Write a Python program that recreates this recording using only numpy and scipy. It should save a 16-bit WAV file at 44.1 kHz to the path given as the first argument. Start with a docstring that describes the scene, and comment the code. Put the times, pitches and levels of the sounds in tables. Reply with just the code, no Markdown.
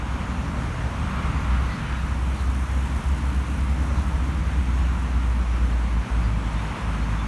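"""Traffic from a park beside apartment blocks

At the microphone, far engines rumble and tyres rush in one steady wash under a thin hiss.
Cars swell past gaps in the row; five nearer engines drone and beat, fading between the houses,
and the nearest exhaust rasps for a while, one puff to each firing.
Faint hiss swells briefly near 4 kHz, something knocks far off and a bird gives a few faint peeps."""
import sys
import numpy as np
from scipy import signal
from scipy.fft import rfft, irfft, next_fast_len
from scipy.io import wavfile
from scipy.ndimage import uniform_filter1d, map_coordinates

SR = 44100
rng = np.random.default_rng(int(sys.argv[2]) if len(sys.argv) > 2 else 0)


def waveform_to_disk(signal):
    """Save audio, clipped to [-1, 1], as 16-bit WAV at the path in sys.argv[1]."""
    frames = np.transpose(np.atleast_2d(signal))
    scaled = np.clip(frames, -1, 1) * 32767
    samples = np.round(scaled).astype(np.int16)
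    wavfile.write(sys.argv[1], SR, samples)


N = 320607


def seconds():
    """The time of every sample."""
    return np.arange(N) / SR


def amp(db):
    """Decibels to gain."""
    return 10 ** (np.asarray(db) / 20)


def unit(x):
    """Scale to rms 1."""
    return x / np.sqrt(np.mean(x ** 2) + 1e-20)


def curves(rows):
    """One value per sample for each column after the time."""
    times, *columns = np.transpose(rows)
    return [np.interp(seconds(), times, column) for column in columns]


def bells(rows):
    """A sum of bell shapes from (time [s], half-width [s], height) rows."""
    return sum(height * np.exp(-((seconds() - s) / half_width) ** 2) for s, half_width, height in rows)


def held_db(start, end, rise_db_per_s, fall_db_per_s):
    """0 dB from start to end, sloping away on both sides."""
    t = seconds()
    return -rise_db_per_s * np.maximum(start - t, 0) - fall_db_per_s * np.maximum(t - end, 0)


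def wobble(rate):
    """A smooth random curve, rate knots a second."""
    knots = rng.standard_normal(int(N * rate / SR) + 4)
    return map_coordinates(knots, [seconds() * rate], mode="nearest")


def filtered(x, response):
    """Shape x with a gain that depends on frequency."""
    size = next_fast_len(N + SR // 2)
    return irfft(rfft(x, size) * response(np.fft.rfftfreq(size, 1 / SR)), size)[:N]


def rush(spectrum, patchy_db):
    """Noise of rms 1 with the given spectrum; moving air lays patches of random gain on it."""
    bins = signal.stft(rng.standard_normal(N), nperseg=1024)[2]
    patches = uniform_filter1d(rng.standard_normal(bins.shape), size=9, axis=0)  # across frequency
    patches = uniform_filter1d(patches, size=14, axis=1)  # across time
    noise = signal.istft(bins * amp(patchy_db * unit(patches)), nperseg=1024)[1][:N]
    hz, db = np.transpose(spectrum)
    return unit(filtered(noise, lambda f: amp(np.interp(np.log(f + 1), np.log(hz), db))))


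# Brief swells and dips of the drone at the microphone: (time [s], half-width [s], change [dB])
DRONE_THROBS = [(.39, 0.018, 3.5), (.62, 0.13, -3), (1.0, 0.028, 3), (1.28, .04, 5.5), (1.425, 0.024, -9),
                (1.535, 0.033, 7.5), (1.79, 0.076, -23), (2.385, .015, -9), (2.485, 0.03, 4.5),
                (2.67, 0.015, -15), (2.78, 0.051, 5.5), (2.88, .025, -5), (3.028, 0.026, -12),
                (3.13, .04, 1), (3.455, 0.016, -19), (3.95, 0.012, -14), (3.99, 0.017, 4),
                (4.035, 0.013, -8), (4.555, 0.011, -1), (4.66, .012, -8), (5.11, .025, -4),
                (5.165, .025, 2), (5.225, .018, -3), (5.345, 0.023, -4), (5.405, .022, 3), (5.46, .025, -3),
                (6.07, 0.037, -27), (6.23, 0.078, 2), (6.435, .02, -7), (6.775, 0.043, -22)]

def throb_db():
    """The throb shared by the far boom and all the nearer engines but the lorry."""
    return bells(DRONE_THROBS)


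# Boom and rumble of distant engines: (frequency [Hz], relative density [dB])
BOOM_SPECTRUM = [(20, -30), (32, -33), (42, -3), (52, -2.5), (75, 0), (95, -12.5), (130, -37), (300, -120)]
RUMBLE_SPECTRUM = [(40, -38), (70, -9), (95, 2), (135, -2.5), (200, -3), (290, -8), (350, -18), (500, -30),
                   (900, -52)]
# Distant engines working harder together: (time [s], half-width [s], rise [dB])
RUMBLE_SURGES = [(.9, 1.0, 2), (4.3, 0.61, 1.4), (7.0, .4, 1.5)]

def far_engines():
    """Far from the park, many engines blur into a throbbing boom and a surging rumble."""
    boom = amp(-32 + 0.28 * throb_db()) * rush(BOOM_SPECTRUM, patchy_db=1.6)
    rumble = amp(-33.5 + bells(RUMBLE_SURGES)) * rush(RUMBLE_SPECTRUM, patchy_db=0.5)
    return boom + rumble


# Road roar, tyres and hiss from beyond the houses: (frequency [Hz], relative density [dB])
ROAR_SPECTRUM = [(150, -28), (330, 0.5), (480, 1.5), (650, 1.5), (900, -1.5), (1200, -7.5), (2000, -44),
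                 (4000, -50)]
TYRE_SPECTRUM = [(300, -22), (700, -8), (950, 0), (1100, -0.5), (1350, -2), (1850, -7), (2400, -8.5),
                 (3000, -13), (4000, -19), (4500, -21.5), (4900, -28.5), (5800, -24.5), (7500, -31.5),
                 (12000, -62)]
HISS_SPECTRUM = [(2000, -9), (4000, -3), (4900, 2.5), (5600, 4.5), (6400, 5.5), (7500, 1.5), (8800, 2.5),
                 (9800, 1.5), (10400, -6), (11100, -1.5), (12000, -17)]
# Bunches of far traffic, which each layer scales: (time [s], half-width [s], rise [dB])
TRAFFIC_BUNCHES = [(.9, 1.2, 2.5), (6.8, 0.64, 2.5)]

def far_road():
    """The distant road roars and tyres sing near 1 kHz under a thin hiss."""
    flow_db = bells(TRAFFIC_BUNCHES)
    air_db = 0.42 * wobble(15)  # turbulence on the way makes the treble shimmer
    roar = amp(-45 + 1.05 * flow_db) * rush(ROAR_SPECTRUM, patchy_db=0.76)
    tyres = amp(-38.5 + 0.5 * flow_db + air_db) * rush(TYRE_SPECTRUM, patchy_db=0.7)
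    hiss = amp(-56 + 0.71 * flow_db + air_db) * rush(HISS_SPECTRUM, patchy_db=2.0)
    return roar + tyres + hiss


def knock(at_s=3.905, hz=560, db=-35, attack_s=0.012, t60_s=0.051):
    """One hollow ring far off, its attack softened by distance."""
    age = np.maximum(seconds() - at_s, 0)
    rise = np.minimum(age / attack_s, 1)
    fall_db = -60 * np.maximum(age - attack_s, 0) / t60_s
    return amp(db + fall_db) * rise * np.sin(2 * np.pi * hz * age)


# Faint peeps from the trees: (time [s], pitch [Hz], half-length [s], level [dB])
BIRD_PEEPS = [(1.722, 1985, 0.1, -41), (1.74, 4420, .04, -52), (1.98, 3830, 0.053, -52),
              (6.25, 4770, 0.041, -52.5), (6.587, 3650, 0.04, -48), (7.03, 4260, .035, -52),
              (7.205, 3500, 0.035, -45.5)]

def bird(blur_hz=20):
    """Short whistles, each on one pitch, blurred by scattering in the trees."""
    song = np.zeros(N)
    for s, hz, half_length, db in BIRD_PEEPS:
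        position = np.clip((seconds() - s) / half_length, -1, 1)
        envelope = np.cos(np.pi * position / 2) ** 2
        pitch_hz = hz + blur_hz * wobble(270)
        song += amp(db) * envelope * np.sin(2 * np.pi * np.cumsum(pitch_hz) / SR)
    return song


# A band of hiss near 4 kHz: (frequency [Hz], relative density [dB])
SWELL_SPECTRUM = [(2000, -30), (3700, 1), (5000, -8), (6500, -17), (10000, -26)]
# Its brief swells: (time [s], half-width [s], level [dB])
HISS_SWELLS = [(1.73, .09, -51), (2.39, 0.035, -52), (3.99, .035, -53.5)]

def hiss_swells():
    """Faint, brief swells of hiss near 4 kHz."""
    envelope = bells((s, half_width, amp(db)) for s, half_width, db in HISS_SWELLS)
    return envelope * rush(SWELL_SPECTRUM, patchy_db=2.5)


# One car's tyres: (multiple of the tread pitch, relative density [dB])
TREAD_SPECTRUM = [(.15, -25), (.4, -13), (.7, -8), (.9, 2), (1, 2), (1.15, 0.5), (1.5, -8.5), (2.1, -10),
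                  (3.2, -21), (5, -33), (10, -52)]
# Cars crossing gaps between the houses: (time [s], half-width [s], peak level [dB], tread pitch [Hz])
CAR_PASSES = [(.25, 0.28, -43, 1130), (1.22, 0.23, -36, 1170), (1.54, 0.12, -37, 1176),
              (1.9, .15, -39, 1430), (3.25, 0.37, -48, 1650), (4.6, .35, -49, 1750),
              (6.8, .14, -38.5, 1060), (7.2, 0.1, -41.5, 1000)]

def passing_cars():
    """Tyre noise falls as 1 / distance from the microphone, and the houses screen it further."""
    cars = np.zeros(N)
    for s, half_width, db, tread_hz in CAR_PASSES:
        distance = np.hypot(1, (seconds() - s) / half_width)  # 1 at the nearest point
        screening = 1 / distance
        spectrum = [(multiple * tread_hz, level) for multiple, level in TREAD_SPECTRUM]
        cars += amp(db) * screening / distance * rush(spectrum, patchy_db=0.8)
    return cars


def firings(firing_hz, in_step_s=0):
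    """Running count of an engine's firings; at in_step_s it fires together with the nearest engine."""
    nearest_hz, _ = curves(NEAREST_DRIVE)
    count = np.cumsum(firing_hz) / SR
    lead = count - np.cumsum(nearest_hz) / SR
    return count - np.interp(in_step_s, seconds(), lead)


def engine(firing_hz, level_db, note, fade_db, overtone_fade_db, in_step_s=0):
    """Only low firing orders carry to the park; overtones fade and wander as their paths shift."""
    phase = 2 * np.pi * firings(firing_hz, in_step_s)
    drone = np.zeros(N)
    for order, db in note:
        fading_db = (fade_db if order == 1 else overtone_fade_db) * wobble(4)
        drift = 0.34 * np.sqrt(order - 1) * wobble(6)
        offset = rng.uniform(0, 2 * np.pi) * (order > 1)
        drone += amp(db + fading_db) * np.sin(order * phase + drift + offset)
    flutter_db = 0.5 * wobble(12)
    return np.sqrt(2) * amp(level_db + flutter_db) * drone


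# Exhausts of a lorry and a later vehicle, heard between houses: (firing order, relative level [dB])
LORRY_EXHAUST = [(1, -2.5), (2, -8), (3, -3), (4, -.5), (5, -9), (6, -11.5)]
LATE_EXHAUST = [(1, -10), (2, 0.5), (3, -3), (4, -8.5), (5, -15.5)]

def coasting_engine(note, start_s, end_s, db, hz, sag_hz_per_s):
    """An engine comes out from behind the houses and goes again, its revs sagging evenly."""
    firing_hz = hz - sag_hz_per_s * (seconds() - start_s)
    level_db = db + held_db(start_s, end_s, rise_db_per_s=37, fall_db_per_s=39)
    return engine(firing_hz, level_db, note, fade_db=1.2, overtone_fade_db=2.3)


# Exhaust of a vehicle leaving: (firing order, relative level [dB])
LEAVING_EXHAUST = [(1, -0.5), (2, -13)]
# Its run out of earshot: (time [s], firing rate [Hz], level [dB])
LEAVING_DRIVE = [(0, 72.9, -32.5), (.4, 73, -33), (.72, 74.3, -33.5), (1.05, 78.3, -33), (1.3, 78.6, -41.5),
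                 (2.2, 80, -48), (2.6, 79.5, -80)]

def leaving_engine():
    """An engine speeds up and leaves, beating against the nearest one."""
    firing_hz, level_db = curves(LEAVING_DRIVE)
    return engine(firing_hz, level_db, LEAVING_EXHAUST, fade_db=0.5, overtone_fade_db=2.5, in_step_s=0.05)


# Exhaust of a vehicle pulling away from the microphone: (firing order, relative level [dB])
PULLING_EXHAUST = [(1, 0), (2, -7.5), (3, -16.5), (4, -18.5)]

def pulling_engine(start_s=3.1, lift_s=4.95, climb_hz_per_s=6.9, drop_hz_per_s=26, recede_db_per_s=1.4):
    """The revs climb under throttle and level off; when it lifts, pitch and level fall away."""
    t = seconds()
    climbing_hz = np.minimum(71.1 + climb_hz_per_s * (t - start_s), 82)
    firing_hz = climbing_hz - drop_hz_per_s * np.maximum(t - lift_s, 0)
    receding_db = -30 - recede_db_per_s * (t - start_s)
    level_db = receding_db + held_db(start_s, lift_s, rise_db_per_s=37, fall_db_per_s=29)
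    return engine(firing_hz, level_db, PULLING_EXHAUST, fade_db=0.8, overtone_fade_db=2, in_step_s=3.11)


# Exhaust nearest the microphone: (firing order, relative level [dB])
NEAREST_EXHAUST = [(1, 1), (2, -23.5), (3, -22.5), (3.5, -28), (4, -25), (5, -32.5)]
# Its run past the park: (time [s], firing rate [Hz], level [dB])
NEAREST_DRIVE = [(0, 61.2, -27), (.65, 61.57, -37.5), (1.3, 62.24, -30), (2.0, 63.48, -26.5),
                 (2.6, 65.07, -25), (4.1, 65.3, -25), (5.1, 60.68, -24), (5.85, 57.73, -21.5),
                 (6.4, 55.36, -26), (7.27, 53.9, -27.5)]

def nearest_engine():
    """The nearest engine gathers speed, then eases off as it comes closer."""
    firing_hz, level_db = curves(NEAREST_DRIVE)
    return engine(firing_hz, level_db, NEAREST_EXHAUST, fade_db=0.5, overtone_fade_db=0.5)


# Hiss of the nearest exhaust: (frequency [Hz], relative density [dB])
RASP_SPECTRUM = [(3000, -15), (4500, -6), (6000, 5.5), (7600, 1), (9000, 4.5), (9900, 1), (10400, -2),
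                 (11200, 1), (12000, -10)]

def exhaust_rasp(attack_s=0.0056, decay_s=0.0099, scatter_db=1.5, open_db=-54.5, screened_db=-68.5):
    """Each firing of the nearest engine lets out a puff of hiss, loudest when clear of the houses."""
    firing_hz, _ = curves(NEAREST_DRIVE)
    count = firings(firing_hz)
    age = count % 1 / firing_hz
    puff_index = count.astype(int)
    strength = amp(scatter_db * rng.standard_normal(N)[puff_index])
    puffs = unit(strength * (1 - np.exp(-age / attack_s)) * np.exp(-age / decay_s))
    in_open = amp(open_db + held_db(2.38, 3.3, rise_db_per_s=17, fall_db_per_s=4.5))
    return np.hypot(in_open, amp(screened_db)) * puffs * rush(RASP_SPECTRUM, patchy_db=0.5)


def scene():
    """One microphone in the park, with all the traffic at a distance."""
    drone = nearest_engine() + leaving_engine()
    lorry = coasting_engine(LORRY_EXHAUST, start_s=0.3, end_s=2.12, db=-37, hz=40.7, sag_hz_per_s=2.1)
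    drone += coasting_engine(LATE_EXHAUST, start_s=6.2, end_s=7.27, db=-37.5, hz=53.6, sag_hz_per_s=1.1)
    drone += pulling_engine()
    engines = amp(throb_db()) * drone + lorry + exhaust_rasp()
    background = far_engines() + far_road() + passing_cars() + hiss_swells() + knock() + bird()
    return (background + engines)[None]


def record(dry, top_hz=12000):
    """The microphone chain keeps nothing above its band limit."""
    return np.array([filtered(channel, lambda hz: hz < top_hz) for channel in dry])


dry = scene()
out = record(dry)
waveform_to_disk(out)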